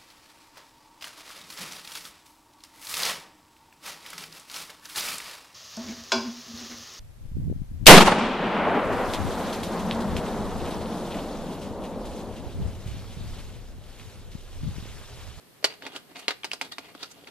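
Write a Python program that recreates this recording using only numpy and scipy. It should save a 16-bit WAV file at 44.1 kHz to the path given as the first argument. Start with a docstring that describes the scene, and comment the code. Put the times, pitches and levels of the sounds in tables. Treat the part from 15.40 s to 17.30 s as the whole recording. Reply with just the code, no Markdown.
"""In a quiet room, fingers work a steel bit holder out of a hard plastic case on a wooden table, close to a camera.
Parts click against the case: a short snap and crack, then ringing modes and a noisy rattle.
They scrape along it as dense random slips in the case's colour, at times singing as narrow bands of noise.
Faint dry sine ticks, probably the lens focusing, sound near the end over filtered-noise room tone and hiss."""
import sys
import numpy as np
from scipy import signal
from scipy.fft import rfft, irfft, next_fast_len
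from scipy.io import wavfile
from scipy.ndimage import uniform_filter1d

SR = 44100
rng = np.random.default_rng(int(sys.argv[2]) if len(sys.argv) > 2 else 0)


def store_pcm(level_fs):
    """Save levels as 16-bit WAV."""
    pcm = np.round(np.clip(level_fs, -1, 1) * 32767).astype(np.int16)
    wavfile.write(sys.argv[1], SR, np.atleast_2d(pcm).T)


N = 83790

# ringing modes of the plastic case: mode_hz [Hz], level_db [dB], t60_s [s]
CASE_MODES = [(275, 0, .1), (410, -1, .07), (716, -3, .07), (901, -4, .07), (1225, -3, .06),
              (1423, -5, .06), (1625, -5, .06), (1953, -5, .06), (2124, -4, .06), (2480, -5, .06),
              (2824, -4, .06), (3330, -5, .06), (3750, -7, .06), (4450, -3, .05)]
# broad colour that the case radiates: freq_hz [Hz], level_db [dB]
CASE_COLOUR = [(100, -45), (190, -24), (270, 0), (330, -3), (650, 2), (1200, -3), (1700, -5), (2700, -4),
               (4700, -2), (5600, -7), (9500, -13), (11000, -21), (14500, -22)]


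def amp(db):
    """dB to gain."""
    return 10 ** (np.asarray(db) / 20)


def unit(x):
    """Scaled to rms 1."""
    return x / np.sqrt(np.mean(x ** 2) + 1e-20)


def along(points, hz):
    """Values between (Hz, value) points, on a log frequency axis."""
    point_hz, values = np.transpose(points)
    return np.interp(np.log(hz + 1), np.log(point_hz + 1), values)


def filtered(x, response):
    """x with its spectrum multiplied by a response of frequency."""
    length = x.shape[-1]
    padded = next_fast_len(length + 4096)
    spectrum = rfft(x, padded) * response(np.fft.rfftfreq(padded, 1 / SR))
    return irfft(spectrum, padded)[..., :length]


def add(out, start_s, x):
    """Mix x in at a time."""
    start = max(round(start_s * SR), 0)
    out[:, start:start + x.shape[-1]] += x[:, :N - start]


def wide(pair):
    """One sound at two ports: a shared part, and a part of opposite sign that grows with frequency."""
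    # unshared over shared part: freq_hz [Hz], ratio [gain]
    spread = [(250, .15), (600, .3), (1200, .55), (3000, .6), (12000, 1.1)]
    side = filtered(pair[1], lambda hz: along(spread, hz))
    return np.array([pair[0] + side, pair[0] - side])


def shelf_db(hz, bass_db, treble_db):
    """How much more or less a contact excites the low and the high end."""
    bass_hz, treble_hz = 900, 5500
    bass = bass_db / (1 + (hz / bass_hz) ** 4)
    treble = treble_db / (1 + (treble_hz / (hz + 1)) ** 6)
    return bass + treble


def peak_db(hz, centre_hz, height_db):
    """A bell-shaped boost on a log frequency axis."""
    width = .22  # in natural-log frequency
    return height_db * np.exp(-(np.log((hz + 1) / centre_hz) / width) ** 2)


def air():
    """Room tone and microphone hiss: coloured noise, more alike left and right in some bands than others."""
    # colour of the air: freq_hz [Hz], level_db [dB]
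    air_colour = [(20, -23), (60, -11), (150, -2), (200, -2), (280, -5), (420, -5), (700, -11), (1500, -14),
                  (4500, -17), (6200, -22), (10000, -20), (14500, -20)]
    # left-right likeness: freq_hz [Hz], correlation [-1 to 1]
    likeness = [(60, .1), (300, .4), (1000, .2), (5000, .02)]
    mid_db, hiss_top_hz = -58, 14600

    def mid_side_response(hz):
        turn = np.arccos(np.clip(along(likeness, hz), -1, 1)) / 2
        colour = amp(along(air_colour, hz)) * (hz < hiss_top_hz)
        return colour * [np.cos(turn), np.sin(turn)]

    mid, side = filtered(rng.standard_normal((2, N)), mid_side_response)
    return amp(mid_db) * np.array([mid + side, mid - side]) / np.std(mid)


def room(x):
    """Reverberation as decaying noise: each frequency of the room's answer dies at its own speed."""
    # reverberation time: freq_hz [Hz], t60_s [s]
    room_t60 = [(200, .4), (1400, .3), (4000, .28), (10000, .22)]
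    hz, t, grid = signal.stft(rng.standard_normal((2, SR // 2)), SR, nperseg=256)
    decay = amp(-60 * t / along(room_t60, hz)[:, None])
    tail = signal.istft(grid * decay, SR, nperseg=256)[1]
    tail = tail / np.linalg.norm(tail[0])
    delayed = np.pad(x.mean(axis=0), (200, 0))[None]  # pre-delay in samples
    return signal.fftconvolve(delayed, tail, axes=1)[:, :N]


def lens():
    """Tiny dry ticks, each a fast-dying sine, louder at the right port."""
    # ticks: start_s [s], level_db [dB, midway between the ports]
    ticks = [(1.5454, -44), (1.5788, -43), (1.6791, -42), (1.7449, -48), (1.7779, -49), (1.8113, -45),
             (1.8457, -40)]
    tick_hz, t60_s, right_over_left_db = 3200, .006, 4
    out, t = np.zeros((2, N)), np.arange(SR // 50) / SR
    pan = amp([[-right_over_left_db / 2], [right_over_left_db / 2]])
    for start_s, level_db in ticks:
        tick = amp(level_db - 60 * t / t60_s) * np.sin(2 * np.pi * tick_hz * t)
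        add(out, start_s, tick * pan)
    return out


def sings():
    """A rubbed bit sings on one resonance: narrow noise, swelling and fading."""
    # sung notes: peak_s [s], level_db [dB rms at the peak], fall_s [s per 20 dB], pitch_hz [Hz]
    sung_notes = [(1.321, -45, .03, 1870), (1.322, -43, .02, 3350), (1.331, -45, .03, 3700),
                  (1.630, -37, .015, 3760), (1.637, -42, .02, 1400)]
    width_hz, rise_s = 300, .007  # width at half amplitude, time for a 20 dB rise
    out, t = np.zeros((2, N)), np.arange(-SR // 10, SR // 10) / SR
    for peak_s, level_db, fall_s, pitch_hz in sung_notes:
        noise = rng.standard_normal((2, len(t)))
        tone = filtered(noise, lambda hz: 1 / (1 + (2 * (hz - pitch_hz) / width_hz) ** 2))
        swell = amp(level_db - 20 * np.maximum(-t / rise_s, t / fall_s))
        add(out, peak_s + t[0], swell * wide(unit(tone)))
    return out


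def rub_colour(hz, centre_hz, bass_db, treble_db):
    """The case's colour and modes, with a broad peak where the rubbing is centred."""
    modes_db = 8
    # shorter ringing means a broader resonance
    modes = sum(amp(level_db) / (1 + ((hz - mode_hz) * t60_s / 3) ** 2)
                for mode_hz, level_db, t60_s in CASE_MODES)
    colour_db = along(CASE_COLOUR, hz) + peak_db(hz, centre_hz, 7) + shelf_db(hz, bass_db, treble_db)
    return amp(colour_db) * (1 + amp(modes_db) * modes)


def scrapes():
    """Dense slips of uneven size through the case's colour, swelling and fading."""
    # scrapes: peak_s [s], level_db [dB rms at the peak], rise_s and fall_s [s per 20 dB],
    # centre_hz [Hz], bass_db [dB], treble_db [dB]
    strokes = [(.315, -46, .06, .06, 2500, 0, -3), (.44, -43, .03, .06, 3100, 8, -6),
               (.463, -38, .04, .04, 3500, 7, -6), (.525, -47, .04, .08, 3000, 4, -3),
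               (.556, -41, .025, .05, 1500, 0, 0), (.715, -52, .06, .05, 1800, 9, -6),
               (.76, -41, .012, .05, 2600, 3, -3), (.795, -41, .03, .03, 2500, -2, 8),
               (.83, -48, .05, .08, 3000, 0, -3), (1.255, -44, .04, .045, 3500, 2, 3),
               (1.321, -37, .005, .025, 4300, -3, 6), (1.45, -49, .06, .06, 2700, -2, -3),
               (1.495, -49, .04, .06, 2200, 5, -3), (1.613, -47, .06, .03, 3500, -2, 0),
               (1.629, -36, .012, .04, 5200, -6, -1), (1.716, -48, .025, .025, 6500, -6, 8),
               (1.79, -55, .15, .15, 3000, 8, 0), (1.885, -48, .03, .04, 3000, 6, -3)]
    slips_per_s, slip_spread_db = 12000, 2
    uneven_db, uneven_s = 2, .004  # wander of the slip size and its smoothing time
    out, t = np.zeros((2, N)), np.arange(-SR // 5, SR // 5) / SR
    for peak_s, level_db, rise_s, fall_s, centre_hz, bass_db, treble_db in strokes:
        slips = rng.random(len(t)) < slips_per_s / SR
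        sizes = amp(slip_spread_db * rng.standard_normal(len(t)))
        wander = unit(uniform_filter1d(rng.standard_normal(len(t)), round(uneven_s * SR)))
        grains = slips * sizes * amp(uneven_db * wander) * rng.standard_normal((2, len(t)))
        rub = filtered(grains, lambda hz: rub_colour(hz, centre_hz, bass_db, treble_db))
        swell = amp(level_db - 20 * np.maximum(-t / rise_s, t / fall_s))
        add(out, peak_s + t[0], swell * wide(unit(rub)))
    return out


def case_ring(t, bass_db, treble_db):
    """Decaying sines at the case's modes, struck at random strengths and phases at each port."""
    rise_cycles, scatter_db = .7, 3
    hz, level_db, t60_s = np.transpose(CASE_MODES)[:, :, None]
    shape = (2, len(CASE_MODES), 1)
    gains_db = level_db + scatter_db * rng.standard_normal(shape) + shelf_db(hz, bass_db, treble_db)
    phase = 2 * np.pi * rng.random(shape)
    envelope = amp(gains_db - 60 * t / t60_s) * (1 - np.exp(-t * hz / rise_cycles))
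    return np.sum(envelope * np.sin(2 * np.pi * hz * t + phase), axis=1)


def case_noise(t, snap_hz, bass_db, treble_db):
    """Steady noise in the case's colour, strongest near the snap's pitch, for the rattle and crack."""
    noise = filtered(rng.standard_normal((2, len(t))),
                     lambda hz: amp(along(CASE_COLOUR, hz) + peak_db(hz, snap_hz, 4)))
    return filtered(unit(noise), lambda hz: amp(shelf_db(hz, bass_db, treble_db)))


def clicks():
    """A short snap and crack, then the modes of the case and its dense rattle dying away."""
    # clicks: start_s [s], level_db [dB, whole click], snap_hz [Hz], rise_cycles [cycles of the snap],
    # bass_db [dB], treble_db [dB], ring_db [dB, modes and rattle within the click]
    knocks = [(.227, -41, 600, 1.5, 8, -6, -8), (.2425, -11, 4550, 6, -3, 1, -13),
              (.2427, -9, 2150, 1.6, -4, -3, -15), (.244, -17, 650, .8, -3, -2, -12),
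              (.2468, -13, 4600, 5, -3, -1, -12), (.2495, -19, 3020, 5, 0, -2, -10),
              (.338, -40, 2730, 2, 0, -4, -8), (.4225, -27, 1700, .6, 0, -12, -14),
              (.4655, -26, 2300, 1.5, 5, -4, -11), (.562, -25, 3100, 1, 0, 0, -11),
              (.7675, -32, 2500, 1, -2, -4, -14), (.8815, -11, 4000, 2, -5, -9, -13),
              (.8817, -7, 2500, 1.1, -6, -10, -15), (.9065, -17, 1900, .6, -4, -8, -10),
              (1.0332, -31, 3190, 6, -2, -10, -12), (1.0335, -33, 2350, 4, 0, -10, -14),
              (1.0443, -17, 2400, .8, 1, -1, -15), (1.0495, -28, 5000, 5, -2, 0, -10),
              (1.1128, -38, 2300, 1.5, -4, -8, -14), (1.1155, -15, 2700, 1.8, -8, -3, -22),
              (1.133, -20, 4900, 2, 3, 2, -14), (1.213, -13, 2410, .9, 1, -1, -18),
              (1.218, -26, 4600, 2, 0, 2, -12), (1.383, -21, 2300, 1, 3, -3, -16),
              (1.550, -33, 1350, .7, 3, -8, -14), (1.5505, -36, 285, 1, 0, -10, -20),
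              (1.837, -42, 550, .7, 4, -10, -16), (1.8725, -31, 2360, 1.3, 2, -8, -13)]
    snap_db, modes_db, crack_db = -1.5, -9, -14
    rattle_t60_s, crack_t60_s, onset_s = .075, .012, .0004
    out, t = np.zeros((2, N)), np.arange(SR // 4) / SR
    for start_s, level_db, snap_hz, rise_cycles, bass_db, treble_db, ring_db in knocks:
        rise = t * snap_hz / rise_cycles
        snap = amp(snap_db) * (rise * np.exp(1 - rise)) ** 2 * np.sin(2 * np.pi * snap_hz * t)
        ring = case_ring(t, bass_db, treble_db)
        noise = case_noise(t, snap_hz, bass_db, treble_db)
        rattle = noise * amp(-60 * t / rattle_t60_s)
        crack = noise * amp(crack_db - 60 * t / crack_t60_s)
        body = amp(ring_db) * (amp(modes_db) * ring + rattle) + crack
        body *= 1 - np.exp(-t / onset_s)
        add(out, start_s, amp(level_db) * (snap + wide(body)))
    return filtered(out, lambda hz: 1 / (1 + (210 / (hz + 1)) ** 4))  # low cut


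def scene():
    """The case lies a little to the right, by level and arrival time, with room, lens and air around it."""
    # left over right level: freq_hz [Hz], difference_db [dB]
    lean = [(250, -1), (1000, .4), (4000, -.3), (12000, -3.5)]
    left_lag_s, room_db = 6e-5, -15
    near = clicks() + scrapes() + sings()
    side = np.array([[1], [-1]])  # left, right

    def placement(hz):
        level = amp(side * along(lean, hz) / 2)
        return level * np.exp(-1j * np.pi * side * hz * left_lag_s)

    return filtered(near, placement) + amp(room_db) * room(near) + lens() + air()


def record(dry):
    """The camera rolls off at the top and keeps nothing above its band limit."""
    # roll-off at the top: freq_hz [Hz], level_db [dB]
    roll_off = [(14400, 0), (15000, -28), (16000, -45)]
    top_hz = 16000
    return filtered(dry, lambda hz: amp(along(roll_off, hz)) * (hz < top_hz))


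dry = scene()
out = record(dry)
store_pcm(out)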